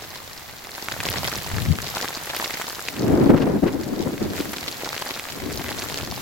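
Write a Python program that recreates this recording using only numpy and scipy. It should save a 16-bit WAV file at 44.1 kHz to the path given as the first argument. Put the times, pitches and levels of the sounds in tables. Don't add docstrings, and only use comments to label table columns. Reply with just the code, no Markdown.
import sys
import numpy as np
from scipy import signal
from scipy.fft import rfft, irfft, next_fast_len
from scipy.io import wavfile
from scipy.ndimage import map_coordinates

SR = 44100
rng = np.random.default_rng(int(sys.argv[2]) if len(sys.argv) > 2 else 0)


def digitize_waveform(pressure):
    field = np.atleast_2d(pressure).T
    bounded = np.clip(field, -1, 1)
    quanta = np.round(bounded * 32767).astype(np.int16)
    wavfile.write(sys.argv[1], SR, quanta)


N = 273861

# f/Hz, level/dB
FAR_COLOUR = [(50, -1.5), (400, -3.5), (2100, -3), (2900, -10.5), (4500, -8), (9000, -17), (15000, -11)]
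# t/s, level/dB
LEAF_FLICKS = [(3.301, -25), (3.377, -20.5), (3.425, -22.5), (3.679, -23.5)]
# f/Hz, level/dB
LEAF_COLOUR = [(500, 14.5), (1400, 10.0), (2600, 5.0), (4500, -4.0), (9000, -19.5)]

# peak t/s, rise/s, fall/s, buffet level/dB, flutter level/dB, left over right/dB
GUSTS = [(1.22, 0.19, 0.44, -33, -45.5, -6), (1.71, 0.11, 0.079, -18, -32, 9.5),
         (3.135, 0.091, 0.38, -25, -18, 0), (3.312, 0.079, 0.3, -28, -12, 3.5),
         (4.058, 0.076, 0.097, -39, -23.5, 4), (4.25, 0.041, 0.22, -33.5, -27, 1),
         (5.46, 0.088, 0.37, -32.5, -31.5, 6.5), (6.05, 0.096, 0.43, -36, -38, 4)]
# t/s, level/dB
PUFFS = [(3.042, -17), (3.14, -13), (3.183, -13), (3.209, -11), (3.266, -9.5), (3.303, -1.5), (3.346, -5),
         (3.426, -11), (3.475, -9), (3.505, -12), (3.564, -13), (3.635, -7.5), (3.665, -11), (3.936, -20),
         (4.074, -17), (4.217, -19), (4.405, -21)]
# t/s, level/dB, f/Hz
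SLAPS = [(1.5365, -16.5, 115), (3.295, -5, 537), (3.308, -9, 313), (4.073, -14.5, 645)]
# f/Hz, level/dB
BUFFET_COLOUR = [(20, -47), (45, -11), (80, -1.5), (140, -2), (220, -9), (400, -53), (900, -57),
                 (2500, -75)]
FLUTTER_COLOUR = [(30, -26), (100, -9), (200, -1.5), (290, 3), (450, -5.5), (700, -14.5), (1200, -40),
                  (4000, -88)]
CRACKLE_COLOUR = [(300, 7.0), (800, 5.5), (2000, -7.0), (3000, -19.5), (6000, -29.5)]

# t/s, level/dB
SHOWER_BEFORE = [(0.0, -44.5), (0.64, -47), (0.78, -41.5), (1.05, -36.5), (1.25, -34), (1.44, -37.5),
                 (1.86, -38), (1.97, -34), (2.07, -35), (2.15, -40), (2.28, -37.5), (2.42, -34.5),
                 (2.54, -35.5), (2.95, -41.5)]
SHOWER_AFTER = [(3.55, -45), (4.3, -43), (4.38, -35.5), (4.47, -38.5), (5.13, -38.5), (5.43, -41.5),
                (5.65, -38), (5.86, -37.5), (6.01, -37.5), (6.04, -43), (6.21, -37.5)]
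# f/Hz, level/dB
HISS_COLOUR = [(30, -24), (85, -40), (250, -12.5), (750, 0.5), (1300, -1.5), (2000, -3.5), (2900, -3.5),
               (4200, -3.5), (7200, -7.5), (9000, -14), (12500, -8.5), (15000, -11)]
CRUNCH_COLOUR = [(100, -11), (400, -8), (2000, -19), (3000, 5), (4500, 2), (7200, 23.5), (9000, 13),
                 (12500, 18), (16000, -79)]
# f/Hz, level/dB
PATTER_EQ = [(60, -3), (400, -1), (750, 1), (1300, -6.5), (2000, -1.5), (2900, -3.5), (4400, 5.5),
             (7300, 6), (8800, -8), (10300, -5.5), (12300, -0.5), (15800, -10.5)]
NEAR_EQ = [(80, -9), (300, 1), (700, -4.5)]
# t/s, level/dB, f/Hz
BLADE_TICKS = [(1.1012, -7, 12500), (1.2677, -15, 12600), (1.3738, -18, 12500), (2.3645, -9, 12000),
               (4.5206, -15, 12140), (5.5633, -15, 15100)]
# t/s, level/dB, f/Hz
NEAR_PELLETS = [(0.0407, -21, 1360), (0.1485, -21, 4200), (0.7803, -15, 1190), (0.8856, -5, 1620),
                (0.9195, -10, 1620), (0.9416, -14, 1530), (1.0037, -6, 1870), (1.0105, -13, 1960),
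                (1.088, -4, 2800), (1.1395, -9, 2210), (1.1585, -11, 1780), (1.245, -6, 2120),
                (1.2502, -9, 2700), (1.2812, -9, 1280), (1.3169, -11, 2040), (1.3274, -13, 1440),
                (1.3861, -13, 2700), (1.5018, -15, 1780), (1.5839, -10, 1360), (1.6603, -13, 1440),
                (1.7871, -7, 1780), (1.8028, -12, 1960), (1.8723, -11, 4400), (2.0036, -13, 1530),
                (2.0451, -9, 1280), (2.0556, -13, 1620), (2.0789, -11, 1960), (2.0855, -8, 3600),
                (2.2991, -13, 1530), (2.3346, -15, 1190), (2.3671, -10, 1960), (2.3987, -9, 1620),
                (2.4173, -11, 1870), (2.443, -9, 2800), (2.4481, -10, 3400), (2.4592, -10, 1620),
                (2.5083, -11, 2040), (2.5717, -13, 2040), (2.6143, -9, 1440), (2.6198, -11, 2120),
                (2.7934, -13, 1360), (2.8761, -14, 2700), (2.8855, -5, 2120), (2.9669, -16, 2120),
                (4.1796, -16, 1870), (4.4033, -13, 1780), (4.5693, -13, 3100), (4.5839, -12, 2700),
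                (4.6805, -8, 2800), (4.6845, -7, 3600), (4.8345, -15, 600), (4.8607, -14, 1530),
                (4.9293, -11, 1440), (4.9794, -9, 2800), (5.024, -11, 2120), (5.109, -10, 2120),
                (5.1964, -10, 2120), (5.2534, -15, 1530), (5.6435, -13, 1700), (5.6914, -10, 1870),
                (5.7269, -13, 3000), (5.8215, -12, 2700), (5.8613, -16, 1020), (5.9435, -9, 4000),
                (5.9869, -14, 2040), (6.0111, -13, 3000)]


def amp(db):
    return 10 ** (np.asarray(db) / 20)


def unit(x):
    return x / np.sqrt(np.mean(x ** 2) + 1e-20)


def curve(rows):
    return np.interp(np.arange(N) / SR, *np.transpose(rows))


def bell(peak_s, width_s):
    return np.exp(-((np.arange(N) / SR - peak_s) / width_s) ** 2)


def wobble(rate):
    return map_coordinates(rng.standard_normal(4096), [np.arange(N) * rate / SR], mode="wrap")


def filtered(x, response):
    padded = next_fast_len(N + SR // 4)
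    return irfft(rfft(x, padded) * response(np.fft.rfftfreq(padded, 1 / SR)), padded)[..., :N]


def coloured(x, points):
    f, db = np.transpose(points)
    return filtered(x, lambda hz: amp(np.interp(np.log(hz + 1), np.log(f), db)))


def rush(colour, shared):
    noise = rng.standard_normal((3, N))
    return unit(coloured(np.sqrt(1 - shared) * noise[:2] + np.sqrt(shared) * noise[2], colour))


def lumps(rate, depth_db):
    swell = wobble(rate) + np.array([wobble(rate), wobble(rate)])
    return unit(amp(depth_db * np.minimum(swell, 1.6)))


def taps(s, size, hz, lead_ms, life, pan_db=0):
    step = np.arange(int(6 * np.max(life / hz) * SR) + 2)
    ports = []
    for side in (-1, 1):
        start = (s + side * lead_ms / 2000) * SR
        index = np.ceil(start).astype(int)[:, None] + step
        cycles = hz[:, None] * (index - start[:, None]) / SR
        age = cycles / life
        swing = -np.sin(2 * np.pi * cycles) * (age * np.exp(1 - age)) ** 2
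        gain = size * amp(-side * pan_db / 2)
        pressure = gain[:, None] * swing
        ports.append(np.bincount(np.clip(index, 0, N).ravel(), pressure.ravel(), N + 1)[:N])
    return np.array(ports)


def far_wash():
    return amp(-42.5) * rush(FAR_COLOUR, shared=0.26)


def leaves():
    swell = sum(amp(db) * bell(s, width_s=0.015) for s, db in LEAF_FLICKS)
    grain = lumps(rate=500, depth_db=3)
    return swell * grain * rush(LEAF_COLOUR, shared=0.61)


def gusts():
    deep, quick = amp(-51.5) ** 2, amp(-56) ** 2
    lean = 0
    for s, rise, fall, deep_db, quick_db, left_db in GUSTS:
        age = np.arange(N) / SR - s
        power = np.exp(-np.where(age < 0, (age / rise) ** 2, 2 * age / fall))
        deep += amp(deep_db) ** 2 * power
        quick += amp(quick_db) ** 2 * power
        lean += left_db * (amp(deep_db) ** 2 + amp(quick_db) ** 2) * power
    return np.sqrt(deep), np.sqrt(quick), lean / (deep + quick)


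def wind():
    deep, quick, left_db = gusts()
    buffet = deep * lumps(rate=29, depth_db=2.8) * rush(BUFFET_COLOUR, shared=0.36)
    puffs = sum(amp(db - 1.5) * bell(s, width_s=0.00976) for s, db in PUFFS)
    eddies = np.hypot(quick * lumps(rate=65, depth_db=2.2), puffs)
    flutter = eddies * rush(FLUTTER_COLOUR, shared=0.38)
    bursts = lumps(rate=120, depth_db=2.2)
    crackle = amp(-11.5) * bursts * eddies * rush(CRACKLE_COLOUR, shared=0.25)
    s, db, hz = np.transpose(SLAPS)
    slaps = taps(s, amp(db), hz, lead_ms=0, life=0.3)
    lull = amp(-16 * bell(3.612, width_s=0.00976))
    pan = amp(np.array([left_db, -left_db]) / 2)
    pan /= np.sqrt(np.mean(pan ** 2, axis=0))
    return (buffet + flutter + crackle + slaps) * lull * pan


def leads(count, side_ms=0.37):
    return side_ms * rng.uniform(-1, 1, count) * rng.random(count) ** 0.9


def scatter(count, reach, centre_hz, spread):
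    when, area, hardness = rng.random((count, 3)).T
    distance = np.sqrt(1 + area * (reach ** 2 - 1))
    hz = centre_hz * np.exp(spread * (2 * hardness - 1))
    return when * N / SR, 1 / distance, hz, leads(count)


def crunch(s, size, t60):
    blows = np.bincount(np.clip(s * SR, 0, N).astype(int), size ** 2, N + 1)[:N]
    power = signal.lfilter([1], [1, -amp(-120 / (t60 * SR))], blows)
    return np.sqrt(power) * rush(CRUNCH_COLOUR, shared=1.0)


def landings(s, size, hz, lead_ms, life, thud_db, ring_db, hop_db):
    variation = np.clip(rng.standard_normal((len(s), 7)).T, -2, 2)
    pan, thud_pitch, thud_size, flight, leaf_pitch, leaf_size, tumble = variation
    weight = size * np.minimum(1, 4000 / hz)
    thud_hz, leaf_hz = 640 * np.exp(0.35 * thud_pitch), 2700 * np.exp(0.5 * leaf_pitch)
    touch_s, hop_s = 0.0007 * np.exp(0.5 * tumble), 0.0035 * np.exp(0.5 * flight)
    tap = taps(s, size, hz, lead_ms, life, pan_db=3 * pan)
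    touch = taps(s + touch_s, size / 2, hz, lead_ms, life)
    thud = taps(s, weight * amp(thud_db + 2 * thud_size), thud_hz, lead_ms, life=0.42)
    ring = taps(s, weight * amp(ring_db + 3 * leaf_size), leaf_hz, lead_ms, life=2.2)
    hop = taps(s + hop_s, size * amp(hop_db), hz, lead_ms / 2, life)
    return tap + touch + thud + ring + hop


def lawn_ticks():
    s, size, hz, lead_ms = scatter(count=850, reach=5, centre_hz=11800, spread=0.28)
    return unit(coloured(taps(s, size, hz, lead_ms, life=1), PATTER_EQ))


def soil_patter():
    s, size, hz, lead_ms = scatter(count=850, reach=2.9, centre_hz=2100, spread=0.85)
    hits = landings(s, size, hz, lead_ms, life=0.46, thud_db=-11, ring_db=-16, hop_db=-8)
    return unit(coloured(hits, PATTER_EQ) + crunch(s, size * amp(-22), t60=0.011))


def shower():
    usual_db = -38
    surge_db = curve([*SHOWER_BEFORE, *SHOWER_AFTER]) - usual_db
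    patter = amp(-34.5 + 1.18 * surge_db) * soil_patter()
    ticks = amp(-44 + surge_db) * lawn_ticks()
    hiss = amp(-36 + surge_db) * rush(HISS_COLOUR, shared=0.22)
    flurries = amp(1.3 * np.minimum(wobble(rate=32), 1))
    return flurries * (patter + ticks) + np.sqrt(flurries) * hiss


def blade_ticks():
    s, db, hz = np.transpose(BLADE_TICKS)
    return taps(s, amp(db), hz, lead_ms=0, life=1.2)


def near_pellets(snap_hz=4300):
    s, db, hz = np.transpose(NEAR_PELLETS)
    size, lead_ms = amp(db), 0.67 * leads(len(s))
    hits = landings(s, size, hz, lead_ms, life=0.46, thud_db=-15, ring_db=-20, hop_db=-14)
    snap_s = s + (1 / hz - 1 / snap_hz) / 2
    snaps = taps(snap_s, size * amp(-10), np.full(len(s), snap_hz), lead_ms, life=0.45)
    crumbs = crunch(s, size * amp(-29), t60=0.014)
    litter = crunch(s, size * amp(-41), t60=0.07)
    return coloured(hits, NEAR_EQ) + snaps + crumbs + litter


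def scene():
    return near_pellets() + blade_ticks() + shower() + far_wash() + wind() + leaves()


def record(dry):
    knee_db, duck_db_per_db, memory_s, top_hz = -20, 0.47, 0.12, 16000
    keep = np.exp(-1 / (memory_s * SR))
    power = signal.lfilter([1 - keep], [1, -keep], np.mean(dry ** 2, axis=0))
    gain = (1 + power / amp(knee_db) ** 2) ** (-duck_db_per_db / 2)
    return filtered(gain * dry, lambda hz: hz < top_hz)


dry = scene()
out = record(dry)
digitize_waveform(out)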